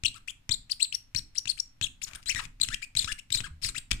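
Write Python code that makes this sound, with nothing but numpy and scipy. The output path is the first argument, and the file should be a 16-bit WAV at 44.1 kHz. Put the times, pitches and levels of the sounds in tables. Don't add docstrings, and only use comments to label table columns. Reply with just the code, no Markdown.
import sys
import numpy as np
from scipy import signal
from scipy.fft import rfft, irfft, next_fast_len
from scipy.io import wavfile
from scipy.ndimage import uniform_filter1d, map_coordinates

SR = 44100
rng = np.random.default_rng(int(sys.argv[2]) if len(sys.argv) > 2 else 0)


def store_pcm(level_fs):
    pcm = np.round(np.clip(level_fs, -1, 1) * 32767).astype(np.int16)
    wavfile.write(sys.argv[1], SR, np.atleast_2d(pcm).T)


N = 176400
CLAW_FROM_S = 2
THUMP_RISE_S = 0.0021

# start in seconds, level in dB.
LANDINGS = [(.036, -20), (0.4931, -19.5), (1.148, -18), (1.4559, -30.5), (1.8127, -21), (2.112, -44.5),
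            (2.1338, -35), (2.2587, -33.5), (2.348, -23), (2.4286, -40), (2.4527, -30.5), (2.6, -35.5),
            (2.633, -31.5), (2.6869, -24.5), (2.9518, -28), (3.045, -24), (3.304, -29.5), (3.3491, -23),
            (3.4045, -24.5), (3.648, -21), (3.6876, -30.5), (3.9081, -27), (3.913, -14.5), (3.9165, -13.5)]
# frequency in Hz, level in dB.
CLICK_TONE = [(600, -33), (2400, 11.5), (4000, 5.5), (7800, 4.5), (11500, -26.5)]
# start in seconds, length in seconds, level in dB.
FINGERTIP_DRAGS = [(2.064, 0.032, -38), (2.146, 0.019, -28.5), (2.218, 0.025, -45.5), (2.258, 0.087, -38),
                   (2.405, 0.06, -39.5), (2.603, 0.098, -35), (2.739, 0.016, -28.5), (2.958, .11, -29.5),
                   (3.115, 0.019, -26), (3.312, 0.11, -34.5), (3.615, 0.095, -32), (3.772, 0.019, -25)]


def amp(db):
    return 10 ** (np.asarray(db) / 20)


def fade(t, t60):
    return amp(-60 * t / t60)


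def unit(x):
    return x / np.sqrt(np.mean(x ** 2) + 1e-20)


def along(points, hz):
    freqs, values = np.transpose(points)
    return np.interp(np.log(hz + 1), np.log(freqs + 1), values)


def wobble(per_s):
    return map_coordinates(rng.standard_normal(N // 8), [np.arange(N) * per_s / SR], mode="wrap")


def filtered(x, response):
    size = next_fast_len(N + SR // 2)
    return irfft(rfft(x, size) * response(np.fft.rfftfreq(size, 1 / SR)), size)[..., :N]


def coloured(x, tone, size=4096):
    cepstrum = irfft(np.log(amp(along(tone, np.fft.rfftfreq(size, 1 / SR)))))
    cepstrum[1:size // 2] *= 2
    cepstrum[size // 2 + 1:] = 0
    return signal.fftconvolve(x, irfft(np.exp(rfft(cepstrum))))[:N]


def noise(tone):
    return unit(filtered(rng.standard_normal(N), lambda hz: amp(along(tone, hz))))


def add(track, start, sound):
    part = track[round(start * SR):][:len(sound)]
    part += sound[:len(part)]


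def pressure(drags):
    t, total = np.arange(N) / SR, np.zeros(N)
    rise_s, fall_s, sag_db_per_s = 0.0086, 0.0065, 36
    for start, length, db in drags:
        press = np.clip((t - start) / rise_s, 0, 1)
        release = np.clip((start + length - t) / fall_s, 0, 1)
        total += amp(db - sag_db_per_s * np.abs(t - start)) * press * release
    return total


def room_air():
    # frequency in Hz, level in dB.
    hiss_tone = [(120, -13), (600, 9.5), (2500, 10), (15000, -7)]
    return amp(-72.5) * np.array([noise(hiss_tone), noise(hiss_tone)])


def nail_taps():
    # pitch in Hz, level in dB, seconds to fade by 60 dB.
    notes = [(2245, -14, 0.029), (2440, -6.5, 0.032)]
    taps, t = np.zeros(N), np.arange(SR // 20) / SR
    for start, db in LANDINGS:
        ring = sum(amp(level) * fade(t, t60) * np.sin(2 * np.pi * hz * rng.normal(1, .05) * t)
                   for hz, level, t60 in notes)
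        click = amp(0.5) * fade(t, t60=0.018) * noise(CLICK_TONE)[:len(t)]
        add(taps, start, amp(db) * (ring + click))
    return taps


def table_thumps_and_rumble():
    # frequency in Hz, level in dB.
    rumble_tone = [(38, 3.5), (55, -7.5), (120, -6), (190, -17), (260, -15.5), (400, -34), (2000, -80)]
    table_hz, card_hz, limit_db = 94.4, 231, -19.5
    thumps, shudder, t = np.zeros(N), np.zeros(N), np.arange(SR // 2) / SR
    for start, db in LANDINGS:
        strength = amp(min(db, limit_db) - 13)
        push = strength * (1 - np.exp(-t / THUMP_RISE_S))
        turn = 2 * np.pi * rng.normal(1, 0.12) * t
        thud = np.sin(table_hz * turn) + amp(-17) * np.sin(card_hz * turn)
        add(thumps, start, -2 * push * fade(t, t60=0.051) * thud)
        add(shudder, start, amp(-7.5) * push * fade(t, t60=0.51))
    hand = amp(-60.5) + amp(-16) * pressure(FINGERTIP_DRAGS)
    stereo_spread = amp(-11) * np.array([noise(rumble_tone), noise(rumble_tone)])
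    return thumps + np.hypot(hand, shudder) * (noise(rumble_tone) + stereo_spread)


def nail_zips():
    # time in seconds, ribs crossed per second, level in dB.
    slides = [
        [(0.047, 3230, -14), (0.058, 2726, -5.5), (0.065, 4340, -13), (0.076, 3904, -35), (0.083, 4120, -16),
         (0.089, 3360, -23)],
        [(0.141, 1020, -35.5), (0.163, 1383, -25.5), (0.186, 1013, -34)],
        [(0.276, 1520, -28), (0.283, 2480, -19), (0.296, 3530, -28), (0.308, 3016, -22.5)],
        [(0.508, 3725, -22), (0.515, 3430, -7), (0.529, 4800, -12), (0.535, 4720, -22.5), (0.543, 3673, -15),
         (0.551, 3830, -22)],
        [(0.696, 1998, -27), (0.707, 4330, -31.5), (0.718, 4860, -12), (0.735, 2440, -33)],
        [(0.797, 1980, -23.5), (0.806, 2710, -18.5), (0.819, 4395, -24.5), (0.829, 3883, -9),
         (0.839, 4785, -24), (0.849, 4010, -16), (0.857, 2020, -29.5)],
        [(0.924, 2264, -19), (0.938, 5070, -32), (0.951, 5570, -10.5), (0.96, 2645, -46)],
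        [(1.156, 4720, -43), (1.163, 4220, -10), (1.176, 5810, -21.5), (1.189, 5270, -17.5), (1.199, 2550, -37)],
        [(1.35, 1391, -34), (1.372, 4495, -32.5), (1.384, 5670, -13.5), (1.397, 3380, -40.5)],
        [(1.472, 2330, -14), (1.49, 4834, -27.5), (1.499, 4267, -10), (1.507, 4760, -20), (1.517, 3820, -20.5),
         (1.527, 1317, -49)],
        [(1.572, 1416, -32), (1.596, 5150, -34), (1.602, 5750, -11), (1.609, 4200, -31.5)],
        [(1.821, 3730, -24.5), (1.826, 3070, -12), (1.834, 3990, -22), (1.845, 3205, -7), (1.853, 3784, -25),
         (1.873, 2516, -22)],
        [(2.017, 1850, -21), (2.027, 4510, -34.5), (2.039, 6900, -22.5), (2.051, 3960, -25.5)],
        [(2.146, 1137, -32), (2.161, 1750, -22)],
        [(2.262, 3887, -29.5), (2.284, 4100, -23), (2.301, 6630, -14)],
        [(2.289, 1632, -14), (2.299, 2330, -11.5), (2.307, 3065, -17), (2.329, 1996, -23.5)],
        [(2.357, 1904, -10), (2.387, 1920, -21), (2.396, 1132, -5), (2.41, 690, -3)],
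        [(2.61, 4230, -51), (2.615, 3950, -6.5), (2.624, 4250, -34.5), (2.635, 4050, -10.5), (2.656, 2260, -32)],
        [(2.702, 1288, -19.5), (2.742, 1977, -16.5), (2.746, 3270, -13.5), (2.753, 2020, -37)],
        [(2.817, 1138, -30), (2.83, 2446, -20.5), (2.85, 2535, -35.5)],
        [(2.965, 4395, -27.5), (2.973, 3820, -6), (2.979, 4153, -37.5), (2.99, 4696, -13), (2.998, 3497, -13.5),
         (3.012, 4334, -30), (3.022, 3734, -22), (3.03, 3250, -13)],
        [(3.074, 1114, -9), (3.093, 1717, -16.5), (3.117, 1722, -20), (3.122, 3026, -14.5),
         (3.131, 2200, -33.5)],
        [(3.183, 1920, -33.5), (3.199, 2940, -29.5)],
        [(3.319, 4260, -42.5), (3.326, 3684, -6.5), (3.333, 4370, -30.5), (3.346, 4210, -13.5),
         (3.364, 3564, -24.5)],
        [(3.349, 4070, -28), (3.357, 5176, -14), (3.368, 4820, -28.5)],
        [(3.37, 3316, -21.5), (3.39, 4080, -21.5), (3.403, 3635, -37)],
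        [(3.435, 1331, -22), (3.449, 1714, -19), (3.478, 845, -22)],
        [(3.627, 5770, -37), (3.64, 4490, -13), (3.661, 3546, -34)],
        [(3.642, 5500, -23), (3.668, 4850, -19.5), (3.684, 4605, -30), (3.701, 3630, -25.5)],
        [(3.746, 1127, -15), (3.761, 2368, -21), (3.777, 3100, -27.5), (3.783, 3876, -20), (3.794, 1723, -39.5)],
        [(3.924, 2734, -54), (3.93, 3740, -21.5), (3.943, 2062, -37)],
    ]
    # frequency in Hz, level in dB.
    card_tone = [(300, -37.5), (700, -48.5), (1200, -22.5), (1850, -14.5), (2100, -12), (2700, -6.5),
                 (3150, -9.5), (3850, -8.5), (4250, -2.5), (5000, -11), (5600, -0.5), (6300, -8.5),
                 (7200, 3.5), (8000, 3), (9000, -3), (11000, -12.5), (15500, -8.5)]
    finger_db_per_octave, claw_db_per_octave = -15.5, -13.5
    finger_edge_db, claw_edge_db = -17.5, -13.5
    speed_jitter, edge_stray, flutter_db, flicker_db = 0.031, 0.25, 3, 3
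    t, buzz, buzz_level = np.arange(N) / SR, np.zeros(N), np.zeros(N)
    harmonic = np.arange(1, 9)[:, None]
    flicker = (harmonic > 1) * flicker_db * np.array([wobble(per_s=315) for _ in harmonic])
    for is_edge in (False, True, True):
        jitter = speed_jitter * wobble(per_s=1300)
        stray = is_edge * edge_stray * np.tanh(wobble(per_s=52))
        flutter = amp(flutter_db * wobble(per_s=630))
        for slide in slides:
            times, hz, db = np.transpose(slide)
            clawing = times[0] >= CLAW_FROM_S
            slope_db = claw_db_per_octave if clawing else finger_db_per_octave
            edge_db = claw_edge_db if clawing else finger_edge_db
            on = (t > times[0] - .002) & (t < times[-1] + .002)
            rib_rate = np.interp(t[on], times, hz)
            pitch = rib_rate * np.exp(jitter[on] + stray[on])
            soft_ends = signal.windows.tukey(on.sum(), .25)
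            level = amp(np.interp(t[on], times, db) + is_edge * edge_db) * soft_ends
            phase = 2 * np.pi * np.cumsum(pitch) / SR
            gains = amp(slope_db * np.log2(harmonic) + flicker[:, on]) * (harmonic * pitch < SR / 2)
            buzz[on] += level * flutter[on] * np.sum(gains * np.sin(harmonic * phase), axis=0)
            if not is_edge:
                buzz_level[on] += level * amp(along(card_tone, rib_rate))
    return coloured(buzz, card_tone), buzz_level


def friction(buzz_level):
    # frequency in Hz, level in dB.
    rasp_tone = [(200, -15), (700, -19.5), (2200, -2.5), (4500, 2.5), (6300, -2.5), (8000, 6.5),
                 (11500, -14), (15500, -25.5)]
    grain_db, patch_db, catches_per_s = 3.5, 7, 210
    drag = pressure(FINGERTIP_DRAGS)
    rough = rng.standard_normal(N) * amp(grain_db * wobble(per_s=440))
    spectrum = signal.stft(rough, nperseg=256)[2]
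    patches = uniform_filter1d(rng.standard_normal(spectrum.shape), size=4, axis=0)
    patches = unit(uniform_filter1d(patches, size=3, axis=1))
    grains = signal.istft(spectrum * amp(patch_db * patches), nperseg=256)[1][:N]
    nail_level = amp(-35.5) * buzz_level ** 0.23
    rasp = (nail_level + .5 * drag) * unit(coloured(grains, rasp_tone))
    catches = (rng.random(N) < catches_per_s / SR) * rng.uniform(-0.75, 1, N)
    return rasp + amp(-11) * drag * unit(coloured(catches, CLICK_TONE))


def pad_brushes():
    # start in seconds, length in seconds, level in dB.
    strokes = [(2.06, 0.15, -50.5), (2.34, 0.11, -47)]
    # frequency in Hz, level in dB.
    pad_tone = [(300, -21.5), (1300, -6), (14000, -29)]
    return pressure(strokes) * noise(pad_tone)


def hand_bumps():
    # start in seconds, pitch in Hz, level in dB.
    bumps = [(3.478, 152, -46.5), (3.51, 79, -38), (3.918, 36.4, -47)]
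    hums, t = np.zeros(N), np.arange(SR // 2) / SR
    rise = 1 - np.exp(-t / THUMP_RISE_S)
    for start, hz, db in bumps:
        add(hums, start, amp(db) * rise * fade(t, t60=0.3) * np.sin(2 * np.pi * hz * t))
    return hums


def right_microphone(card, lag_s=0.0006156):
    # frequency in Hz, level in dB.
    finger_shade = [(500, -6.5), (2500, -23), (7500, -20.5), (10000, -12.5)]
    # frequency in Hz, level in dB.
    claw_shade = [(1000, -10.5), (2800, -25.5), (4200, -10), (7000, -19.5), (9500, -1.5)]
    one_finger = np.arange(N) / SR < CLAW_FROM_S
    shaded = np.where(one_finger, coloured(card, finger_shade), coloured(card, claw_shade))
    return filtered(shaded, lambda hz: np.exp(-2j * np.pi * hz * lag_s))


def room_echo(card, level_db=-15, delay_s=.004):
    # frequency in Hz, seconds to fade by 60 dB.
    fade_times = [(1500, 0.24), (4500, 0.28), (14000, 0.19)]
    # frequency in Hz, level in dB.
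    echo_tone = [(1500, 3.5), (4500, -7), (14000, 4.5)]
    hz, t, spectrum = signal.stft(rng.standard_normal((2, SR // 2)), SR, nperseg=256)
    tail = signal.istft(spectrum * fade(t, along(fade_times, hz)[:, None]), SR, nperseg=256)[1]
    echo = signal.fftconvolve(card[None], tail / np.linalg.norm(tail[0]), axes=1)[:, :N]
    return filtered(echo, lambda f: amp(level_db + along(echo_tone, f)) * np.exp(-2j * np.pi * f * delay_s))


def scene():
    buzz, buzz_level = nail_zips()
    card = buzz + friction(buzz_level) + pad_brushes() + nail_taps()
    direct = np.array([card, right_microphone(card)])
    return room_air() + direct + room_echo(card) + table_thumps_and_rumble() + hand_bumps()


def record(dry):
    return filtered(dry, lambda hz: hz < 15450)


dry = scene()
out = record(dry)
store_pcm(out)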